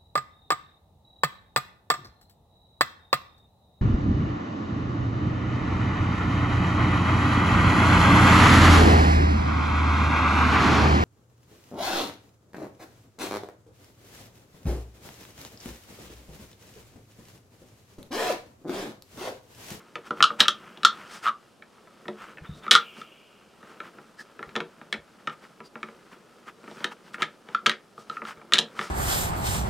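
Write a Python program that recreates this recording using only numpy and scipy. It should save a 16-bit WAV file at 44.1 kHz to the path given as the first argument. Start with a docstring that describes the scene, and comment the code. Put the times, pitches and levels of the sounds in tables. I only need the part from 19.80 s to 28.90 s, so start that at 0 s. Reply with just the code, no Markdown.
"""Hardwood puzzle blocks slid, pressed and dropped into a small wooden box on a table, close, in a small quiet room.
Each contact rings table, box hollow, walls and blocks as damped modes, with a noise snap for the hard edges.
Between contacts, hands and blocks rub (coloured noise in spurts), squeak, judder and rattle; soft low bumps shake the table.
The room answers with near echoes and a short tail, something metal nearby rings faintly as fading noise,
and a limiter catches the hardest clicks on the two-channel track."""
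import sys
import numpy as np
from scipy import signal
from scipy.fft import rfft, irfft, next_fast_len
from scipy.io import wavfile
from scipy.ndimage import uniform_filter1d, minimum_filter1d, map_coordinates

SR = 44100
rng = np.random.default_rng(int(sys.argv[2]) if len(sys.argv) > 2 else 0)


def to_wav(s):
    """Save 16-bit WAV."""
    ch = np.atleast_2d(s).T  # columns
    pcm = np.round(np.clip(ch, -1, 1) * 32767)  # PCM
    wavfile.write(sys.argv[1], SR, pcm.astype(np.int16))


N = 401310  # samples in the take
T = np.arange(int(.4 * SR)) / SR  # time axis of one contact, s

# The room's hush at the microphone. Each row: frequency in Hz, relative level in dB per Hz.
HUSH_SPECTRUM = [(25, -13.5), (70, -9.5), (125, -2.5), (300, 0), (480, -1.5), (700, -3.5), (1000, -7.5),
                 (1300, -7), (2000, -15.5), (3000, -14.5), (6000, -22.5), (11000, -25.5), (16000, -38.5)]
# Near surfaces that echo. 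Each row: delay in seconds, gain as a factor.
ECHOES = [(.0029, 0.25), (.0078, .2), (0.0138, .12)]
# How fast the room's tail dies. Each row: frequency in Hz, t60 in seconds.
ROOM_T60 = [(150, 0.12), (400, 0.28), (1300, 0.17), (3500, 0.16), (8000, 0.12), (15000, 0.11)]
# Stereo width of the room's tail. Each row: frequency in Hz, side level in dB.
ROOM_WIDTH = [(200, -18.5), (1300, -18), (4000, -13), (12000, -9)]

# Soft low bumps. Each row: start in seconds, level in dB, t60 in seconds.
BUMPS = [(2.609, -34, 0.093), (2.689, -29, 0.14), (2.745, -50, 0.32), (4.664, -46.5, .12),
         (5.17, -51, 0.23), (8.571, -54, .12)]
# Deep modes of a bump. Each row: frequency in Hz, level in dB.
BUMP_MODES = [(58, -2.5), (85, -3.5), (112, -8), (152, 2), (178, -3.5)]

# Blows that set the nearby metal ringing. Each row: start in seconds, level in dB.
METAL_RINGS = [(.604, -55.5), (1.048, -57), (2.911, -44)]
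# A spring's crowded modes. Each row: frequency in Hz, relative level in dB per Hz.
METAL_SPECTRUM = [(1900, -30.5), (2300, -2), (2550, 0), (2680, -4), (2800, 4), (3050, -2), (3330, -4),
                  (3700, -30.5)]

# How busily the hands shift the box. Each row: time in seconds, effort in dB.
EFFORT = [(0.0, -57.5), (0.2, -57.5), (0.4, -51), (1.32, -54), (1.59, -63.5), (2.18, -59), (2.51, -52),
          (2.89, -53.5), (3.45, -61), (3.88, -60), (4.0, -53), (4.41, -58), (4.69, -53), (5.17, -61),
          (5.67, -54.5), (5.88, -61), (6.08, -55), (6.77, -57), (6.97, -53), (8.21, -60.5), (8.46, -53.5),
          (9.1, -53)]
# Strokes of sliding wood. Each row: middle in seconds, length in seconds, level in dB, hiss over level in dB.
SCUFFS = [(0.272, 0.025, -48, -10.5), (0.405, 0.051, -50, -13), (0.52, 0.057, -61, -13),
          (0.599, .008, -27, -13), (0.622, 0.026, -30, -9), (0.847, 0.14, -58.5, -17),
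          (1.194, 0.14, -50.5, -12.5), (1.347, 0.061, -45.5, -2.5), (1.445, 0.023, -40.5, -7.5),
          (1.477, 0.033, -34, -21), (2.429, 0.055, -46.5, -16.5), (2.507, 0.031, -51.5, -22),
          (2.656, 0.027, -51, -29), (2.777, 0.035, -76, 12), (2.847, 0.024, -44, -23),
          (2.932, 0.017, -32, 3), (3.196, 0.053, -55, -3.5), (3.906, 0.071, -54.5, -15),
          (4.059, 0.036, -50, -21.5), (4.407, 0.029, -54.5, 1), (5.527, 0.018, -47, -19.5),
          (5.642, 0.037, -56, -12), (5.861, 0.023, -64.5, 4), (6.326, 0.022, -53, -15),
          (6.685, 0.027, -48, -15), (6.932, 0.11, -61, -2.5), (7.02, 0.055, -49, -17),
          (7.123, 0.016, -42.5, -15), (7.273, 0.045, -58.5, -11), (7.345, 0.015, -46, -5),
          (7.418, 0.028, -38, -17), (7.721, 0.06, -55.5, -16), (8.206, 0.041, -62.5, 2),
          (8.336, 0.074, -55.5, -8.5), (8.49, 0.042, -38.5, -12), (9.034, 0.077, -40.5, -7)]
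# Rumble of the handled box. Each row: frequency in Hz, relative level in dB per Hz.
HANDLING_SPECTRUM = [(60, -34.5), (110, -14), (160, -5), (215, 1.5), (270, -7.5), (340, -2.5), (460, -3.5),
                     (600, -7.5), (780, -14), (1100, -17), (1600, -40)]
# Wood scraping on wood. Each row: frequency in Hz, relative level in dB per Hz.
SCRAPE_SPECTRUM = [(500, -23), (900, -8), (1150, -5.5), (1280, 0), (1550, -6.5), (2000, -11), (3200, -15.5),
                   (5000, -42)]
# Skin brushing wood. Each row: frequency in Hz, relative level in dB per Hz.
SKIN_SPECTRUM = [(1500, -20.5), (3000, 2.5), (5000, 5.5), (7000, -0.5), (8500, -1), (12000, -12.5),
                 (16000, -19.5)]
# Wood squeaks. Each row: middle in seconds, length in seconds, pitch in Hz, level in dB.
SQUEAKS = [(2.672, 0.015, 3620, -59), (2.745, 0.07, 3700, -58), (2.837, .014, 3580, -52),
           (4.403, 0.021, 1770, -38.5), (4.404, 0.024, 4960, -55), (5.864, 0.029, 4750, -57)]

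# Modes of the table top. Each row: frequency in Hz, level in dB, t60 in seconds.
TABLE_MODES = [(145, -12, 0.077), (161, -5, 0.16), (216.1, 0.5, 0.18), (241, -7.5, 0.046), (314, -7, .12),
               (375, -4, 0.15), (468, 2.5, 0.11), (582.7, -1.5, 0.13), (750, -5, 0.025), (854, -3.5, 0.088),
               (976, -1, 0.067)]
# Modes of the hollow of the box. Each row: frequency in Hz, level in dB, t60 in seconds.
HOLLOW_MODES = [(1206.6, -12, 0.061), (1247.5, 0.5, 0.029), (1346.3, 0.5, 0.031), (1440, -10.5, 0.0096)]
# Modes of the box walls. Each row: frequency in Hz, level in dB, t60 in seconds.
WALL_MODES = [(1565, 0, 0.019), (1736, 3, 0.024), (1877, -3, 0.027), (2215, 1.5, 0.012), (2600, -3, 0.0046)]
# Modes of the blocks. Each row: frequency in Hz, level in dB, t60 in seconds.
BLOCK_MODES = [(2844, -2, 0.01), (3000, -3, 0.015), (3298, 6.5, 0.0072), (3460, -6.5, 0.023),
               (3810, 1, 0.013), (3930, -3.5, 0.0022), (4380, -7, 0.0023)]
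# Crack of two hard edges. Each row: frequency in Hz, relative level in dB per Hz.
EDGE_SPECTRUM = [(1500, -26.5), (3000, -8), (4400, 0), (5200, 7), (7000, -0.5), (9000, -7), (12000, -19),
                 (16000, -28.5)]

# A loose block rattling to rest. Each row: start in seconds, length in seconds, gap in seconds,
# strength in dB, hardness in dB, loss a contact in dB.
RATTLES = [(2.9214, .029, .0082, -25, 1, 0), (7.8953, .054, 0.02, -23, 0, 10.5),
           (8.7412, .036, .0148, -23.5, 1.5, 4)]
# Fingertips nudging a block. Each row: start in seconds, strength in dB.
NUDGES = [(2.072, -65.5), (2.2547, -58), (3.1699, -61.5), (3.8288, -59), (4.1849, -58), (4.592, -50),
          (5.0145, -55.5), (5.8038, -54), (5.9554, -50), (6.0864, -56.5), (6.8404, -61), (6.8776, -54.5),
          (7.3824, -55), (7.4047, -52), (8.573, -63), (8.615, -59.5)]
# Blocks striking wood. Each row: start in seconds, strength in dB, hardness in dB,
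# box hollow over strength in dB, table thud over strength in dB.
HITS = [(0.1557, -37.5, -3, 2.5, -5.5), (0.17, -60, 0, 6, 12), (0.3075, -43, -1, 19.5, 7.5),
        (0.4052, -32, -7, 13.5, -3.5), (0.426, -21, 11, 11.5, -27), (0.44, -26, 8.5, 12, -23),
        (0.5044, -51, -4, 26, 9), (0.6036, -13, 5.5, -10.5, -19), (0.6089, -20, 1.5, -4.5, -25),
        (0.6552, -36, -5, 6, -33), (0.6822, -20.5, 6.5, 1, -21.5), (0.687, -39, 7, 15.5, -9),
        (0.9733, -52.5, 6, -4, 0.5), (1.0326, -34.5, 2, 4, -10.5), (1.049, -16.5, 7, 10, -27),
        (1.823, -51.5, -7, 0, -9.5), (2.2816, -40, -2, -2, 5), (2.5725, -56.5, -11.5, -6, 2.5),
        (2.583, -55.5, -12, -12, -4), (2.8653, -47, -5, 11, 1.5), (2.8797, -45.5, -2, 20, -14),
        (2.9104, -15.5, 5, -26, -35), (2.9135, -12.5, 5, -6.5, -21.5), (2.9518, -17, 5, 9, -31),
        (2.961, -23.5, 1, -12.5, -19), (3.2149, -47, -1, 9, -16), (4.0027, -44, -5.5, 9.5, -7),
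        (4.628, -43, -6, 8.5, -5), (4.692, -52, -4.5, -10, -13.5), (4.7544, -34.5, -4, -3, -5.5),
        (4.762, -30.5, -0.5, 2.5, -1.5), (4.8035, -35.5, -2.5, 1, -2.5), (5.1263, -26.5, -1, -11, -16.5),
        (5.1406, -43, -11, 3, 0), (5.4731, -34, -4.5, 8, -7), (5.4967, -49, 0.5, 10, -15),
        (6.03, -39, -5.5, 7.5, -5), (6.913, -57, 3, -8, 12), (7.0047, -50, -2, -5, 5),
        (7.043, -25.5, -0.5, -2.5, -12.5), (7.3432, -42, -8, 5, -18), (7.4208, -26.5, -0.5, 4, -12.5),
        (7.4281, -27.5, -3.5, -7.5, -18.5), (7.6873, -50, -3.5, 0, 2.5), (7.7475, -36, -1, 18.5, -14.5),
        (7.8609, -22, -5, -2, -14.5), (7.865, -25, 7, 6.5, -8.5), (8.1784, -62.5, 0.5, 24.5, 12),
        (8.2978, -44.5, 3, 15.5, -3.5), (8.3684, -49, -8, 19, -9), (8.4185, -51, -13, 16, 8),
        (8.4512, -47, 0, 12.5, -9), (8.7222, -28, -1.5, 2, -11.5), (8.7355, -19, 7.5, -14, -21),
        (8.7827, -25.5, 5, -8, -16), (8.7876, -20.5, 6, -14, -14), (8.8217, -48, -1, -3, 4),
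        (8.9915, -32.5, -4.5, 8, -7), (9.012, -37.5, -2.5, -4, -5)]

DRAG_DB, DRAG_SPREAD = -55, 1.3  # rumble under each stroke: level, and length in stroke lengths
SHIFT_DB, SHIFT_LEAD_S, SHIFT_LENGTH_S = -58, .012, 0.042  # the box shifting just before each contact
JUDDER_S, JUDDER_LENGTH_S, JUDDER_GAP_S = 1.474, 0.027, .0085  # middle, length, time between slips
JUDDER_DB = -37.5  # strength of the middle slip
SNAP_DB, SNAP_GROWS = -11, 0.98  # edge snap against contact strength, and its dB per dB of hardness
FORCE_DB, FORCE_BRIGHTENS = -30, 0.1  # strength where force adds no snap, and snap dB per dB above it
TOP_HZ = 16100  # band limit of the track


def amp(db):
    """Decibels as an amplitude factor."""
    return 10 ** (np.asarray(db) / 20)


def unit(x):
    """x at rms 1."""
    return x / np.sqrt(np.mean(x ** 2) + 1e-20)


def along(points, hz):
    """(Hz, value) points read off on a log frequency axis."""
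    f, v = np.transpose(points)
    return np.interp(np.log(hz + 1), np.log(f + 1), v)


def filtered(x, response):
    """x times a response of frequency."""
    n = x.shape[-1]
    m = next_fast_len(n + 4096)
    spectrum = rfft(x, m) * response(np.fft.rfftfreq(m, 1 / SR))
    return irfft(spectrum, m)[..., :n]


def coloured(x, spectrum):
    """x with a (Hz, dB) spectrum, at rms 1."""
    return unit(filtered(x, lambda hz: amp(along(spectrum, hz))))


def wobble(rate):
    """A smooth random curve, rate knots a second."""
    knots = rng.standard_normal(int(N * rate / SR) + 4)
    return map_coordinates(knots, [np.arange(N) * rate / SR], order=2)


def swell(middle, length):
    """The level of one short stroke over time, 1 at its middle."""
    return np.exp(-2 * ((np.arange(N) / SR - middle) / length) ** 2)


def spread(pair, side_db):
    """Left and right from a middle and a weaker side signal."""
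    side = amp(side_db) * pair[1]
    return np.array([pair[0] + side, pair[0] - side])


def add(track, s, sound):
    """Mix a sound in at s seconds."""
    i = max(round(s * SR), 0)
    track[..., i:i + sound.shape[-1]] += sound[..., :max(N - i, 0)]


def hush():
    """Room tone: steady coloured noise, spread wide across the two channels."""
    return amp(-60.5) * spread(coloured(rng.standard_normal((2, N)), HUSH_SPECTRUM), side_db=-7)


def room(wet_db, build):
    """Direct sound, echoes off near surfaces, and a diffuse tail that builds up and dies by frequency."""
    hz, t, z = signal.stft(rng.standard_normal((2, len(T))), SR, nperseg=256)
    z[1] *= amp(along(ROOM_WIDTH, hz))[:, None]
    decay = amp(-60 * t / along(ROOM_T60, hz)[:, None])
    tail = signal.istft(z * decay, SR, nperseg=256)[1][:, :len(T)]
    mid, side = tail * (1 - np.exp(-T / build))
    answer = amp(wet_db) * np.array([mid + side, mid - side]) / np.linalg.norm(mid)
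    answer[:, 0] += 1  # the direct sound
    for delay, gain in ECHOES:
        answer[:, round(delay * SR * rng.uniform(.9, 1.1))] += gain
    return answer


def bumps():
    """Soft, dull bumps shake the table: deep modes with a slow onset, dying together."""
    out = np.zeros(N)
    for s, db, t60 in BUMPS:
        shake = sum(amp(level) * np.sin(2 * np.pi * (hz * T + rng.random())) for hz, level in BUMP_MODES)
        onset = 1 - np.exp(-(T / .008) ** 2)
        add(out, s, amp(db - 60 * T / t60) * onset * shake)
    return out


def metal(t60):
    """The hardest blows leave something like a steel spring ringing faintly, its many modes blurred into noise."""
    out, t = np.zeros(N), np.arange(2 * SR) / SR
    for s, ring_db in METAL_RINGS:
        blur = coloured(rng.standard_normal(len(t)), METAL_SPECTRUM)
        add(out, s, amp(ring_db - 60 * t / t60) * blur)
    return out


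def shifts():
    """The level of the box shifting under the hand: one swell leading into each contact."""
    power, t = np.zeros(N), T - T[-1] / 2
    for s, *_ in HITS + NUDGES:
        add(power, s - SHIFT_LEAD_S + t[0], np.exp(-2 * (t / SHIFT_LENGTH_S) ** 2) ** 2)
    return amp(SHIFT_DB) * np.sqrt(power)


def friction(spectrum, grain_db, grain_rate):
    """Surfaces catch and slip: noise in quick uneven spurts, coloured by what is rubbed."""
    spurts = rng.standard_normal((2, N)) * amp(grain_db * wobble(grain_rate))
    return spread(coloured(spurts, spectrum), side_db=-20)


def catches(rate, size_db):
    """The wood's grain catches now and then as blocks slide: tiny ticks of uneven size, at rms 1."""
    chance, size = rng.random(N), rng.standard_normal(N)
    ticks = (chance < rate / SR) * np.sign(size) * amp(size_db * np.abs(size))
    return coloured(ticks, SCRAPE_SPECTRUM)


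def rubbing():
    """One effort drives box rumble, block scrape and skin brush; single strokes swell over it."""
    s, level_db = np.transpose(EFFORT)
    effort_db = np.interp(np.arange(N) / SR, s, level_db)
    grip = wobble(9.6)
    rumble = np.hypot(amp(effort_db - 3.0 + 1.3 * grip), shifts())
    scrape = amp(effort_db - 5.5 + 2.2 * grip)
    skin = amp(-69.0 + .35 * (effort_db - level_db.mean()) + .8 * grip)
    for middle, length, db, hiss_db in SCUFFS:
        stroke = amp(db) * swell(middle, length)
        scrape = scrape + stroke
        skin = skin + amp(hiss_db) * stroke
        rumble = np.hypot(rumble, amp(DRAG_DB) * swell(middle, DRAG_SPREAD * length))
    out = rumble * friction(HANDLING_SPECTRUM, grain_db=2.0, grain_rate=74)
    out += scrape * amp(1.5 * wobble(55)) * friction(SCRAPE_SPECTRUM, grain_db=2.0, grain_rate=250)
    out += scrape * amp(-6) * catches(rate=90, size_db=5)
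    out += skin * friction(SKIN_SPECTRUM, grain_db=1.5, grain_rate=560)
    return out


def squeaks(width):
    """A tight fit slips and squeaks: friction noise in one narrow resonance, width a share of its pitch."""
    out = np.zeros(N)
    for middle, length, centre, db in SQUEAKS:
        band = filtered(rng.standard_normal(N), lambda hz: 1 / (1 + (2 * (hz / centre - 1) / width) ** 2))
        out += amp(db) * swell(middle, length) * unit(band)
    return out


def radiated(x, cut_hz):
    """A small body radiates little bass: a high-pass at cut_hz."""
    return signal.sosfilt(signal.butter(2, cut_hz, 'high', fs=SR, output='sos'), x)


def strike(modes, scatter_db, detune, attack, crowd_db, size):
    """Damped modes at strengths that depend on the spot struck; rms 1 over the first size samples."""
    hz, db, t60 = np.transpose(modes)[:, :, None]
    level, pitch, side = rng.standard_normal((3, len(modes), 1))
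    t = T[:int(min(t60.max(), .4) * SR)]
    decay = amp(db + scatter_db * level - 60 * t / t60)
    ring = np.sign(side) * decay * np.sin(2 * np.pi * hz * (1 + detune * pitch) * t)
    # a crowd of weak modes fills the gaps between the strong ones
    band = signal.butter(4, [hz.min(), hz.max()], 'band', fs=SR, output='sos')
    crowd = signal.sosfilt(band, rng.standard_normal(len(t)) * amp(-60 * t / t60.mean()))
    ring = unit(ring.sum(0) * (1 - np.exp(-t / attack))) + amp(crowd_db) * unit(crowd)
    ring = radiated(np.pad(ring, (0, len(T) - len(t))), hz.min() * .7)
    return ring / np.sqrt(np.mean(ring[:size] ** 2))


def snap(t60, chatter_db, chatter_t60, size):
    """Two hard edges crack together and chatter briefly; rms 1 over the first size samples."""
    decay = amp(-60 * T / t60) + amp(chatter_db - 60 * T / chatter_t60)
    crack = coloured(rng.standard_normal(len(T)), EDGE_SPECTRUM) * decay
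    return crack / np.sqrt(np.mean(crack[:size] ** 2))


def knock(strength_db, hardness_db, hollow_db, thud_db, pitch=1):
    """One contact in the room: the harder, the less the walls clack and the more block and edge click."""
    hollow = np.array(HOLLOW_MODES) * [pitch, 1, 1]
    blow = amp(thud_db) * strike(TABLE_MODES, scatter_db=2.5, detune=0.019, attack=0.0028,
                                 crowd_db=-6.0, size=1320)
    blow += amp(hollow_db) * strike(hollow, scatter_db=1.5, detune=.01, attack=.001,
                                    crowd_db=-15, size=310)
    blow += amp(-hardness_db) * strike(WALL_MODES, scatter_db=2.0, detune=0.027, attack=.00014,
                                       crowd_db=-4.5, size=310)
    blow += amp(hardness_db) * strike(BLOCK_MODES, scatter_db=1, detune=0.021, attack=0.00025,
                                      crowd_db=-6.5, size=310)
    edge = radiated(snap(t60=0.016, chatter_db=-17.5, chatter_t60=0.052, size=310), cut_hz=600)
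    force_db = FORCE_BRIGHTENS * (strength_db - FORCE_DB)
    blow += amp(SNAP_DB + SNAP_GROWS * hardness_db + force_db) * edge
    return amp(strength_db) * signal.fftconvolve(blow[None], room(wet_db=-12.0, build=0.0096), axes=1)


def judder(sag_per_s):
    """A block dragged over the box floor sticks and slips; slips swell and fade, the hollow note sinks."""
    out = np.zeros((2, N))
    for u in JUDDER_GAP_S * np.arange(-2, 3):  # seconds from the middle slip
        db = JUDDER_DB + 20 * np.log10(np.exp(-2 * (u / JUDDER_LENGTH_S) ** 2))
        slip = knock(db, hardness_db=1, hollow_db=20, thud_db=-19, pitch=.955 - sag_per_s * u)
        add(out, JUDDER_S + u, slip)
    return out


def rattles(softening):
    """A loose block strikes again and again at nearly even gaps; any loss makes each contact weaker and softer."""
    out = np.zeros((2, N))
    for s, length, gap, db, hardness_db, loss_db in RATTLES:
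        for k, delay in enumerate(np.arange(0, length, gap)):
            lost_db = k * loss_db
            contact = knock(db - lost_db, hardness_db - softening * lost_db, hollow_db=-5, thud_db=-18)
            add(out, s + delay * rng.normal(1, .02), contact)
    return out


def contacts():
    """Single knocks, each with its own touch, and soft nudges that share one dull, heavy touch."""
    out = np.zeros((2, N))
    for s, *touch in HITS:
        add(out, s, knock(*touch))
    for s, db in NUDGES:
        add(out, s, knock(db, hardness_db=-8, hollow_db=9.5, thud_db=6.5))
    return out


def scene():
    """Knocks, rubbing and bumps over the hush of the room, a touch left of centre."""
    background = hush() + bumps() + metal(t60=1.9)
    puzzle = rubbing() + squeaks(width=.08) + judder(sag_per_s=1.4) + rattles(softening=0.26) + contacts()
    return (background + puzzle) * amp([[.2], [-.2]])


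def record(dry):
    """A fast limiter holds peaks to full scale, then a steep low-pass sets the band limit."""
    needed = 1 / np.maximum(np.abs(dry).max(0), 1)
    gain = uniform_filter1d(minimum_filter1d(needed, size=30), size=20)
    return filtered(dry * gain, lambda hz: 1 / (1 + (hz / TOP_HZ) ** 80))


dry = scene()
out = record(dry)
to_wav(out)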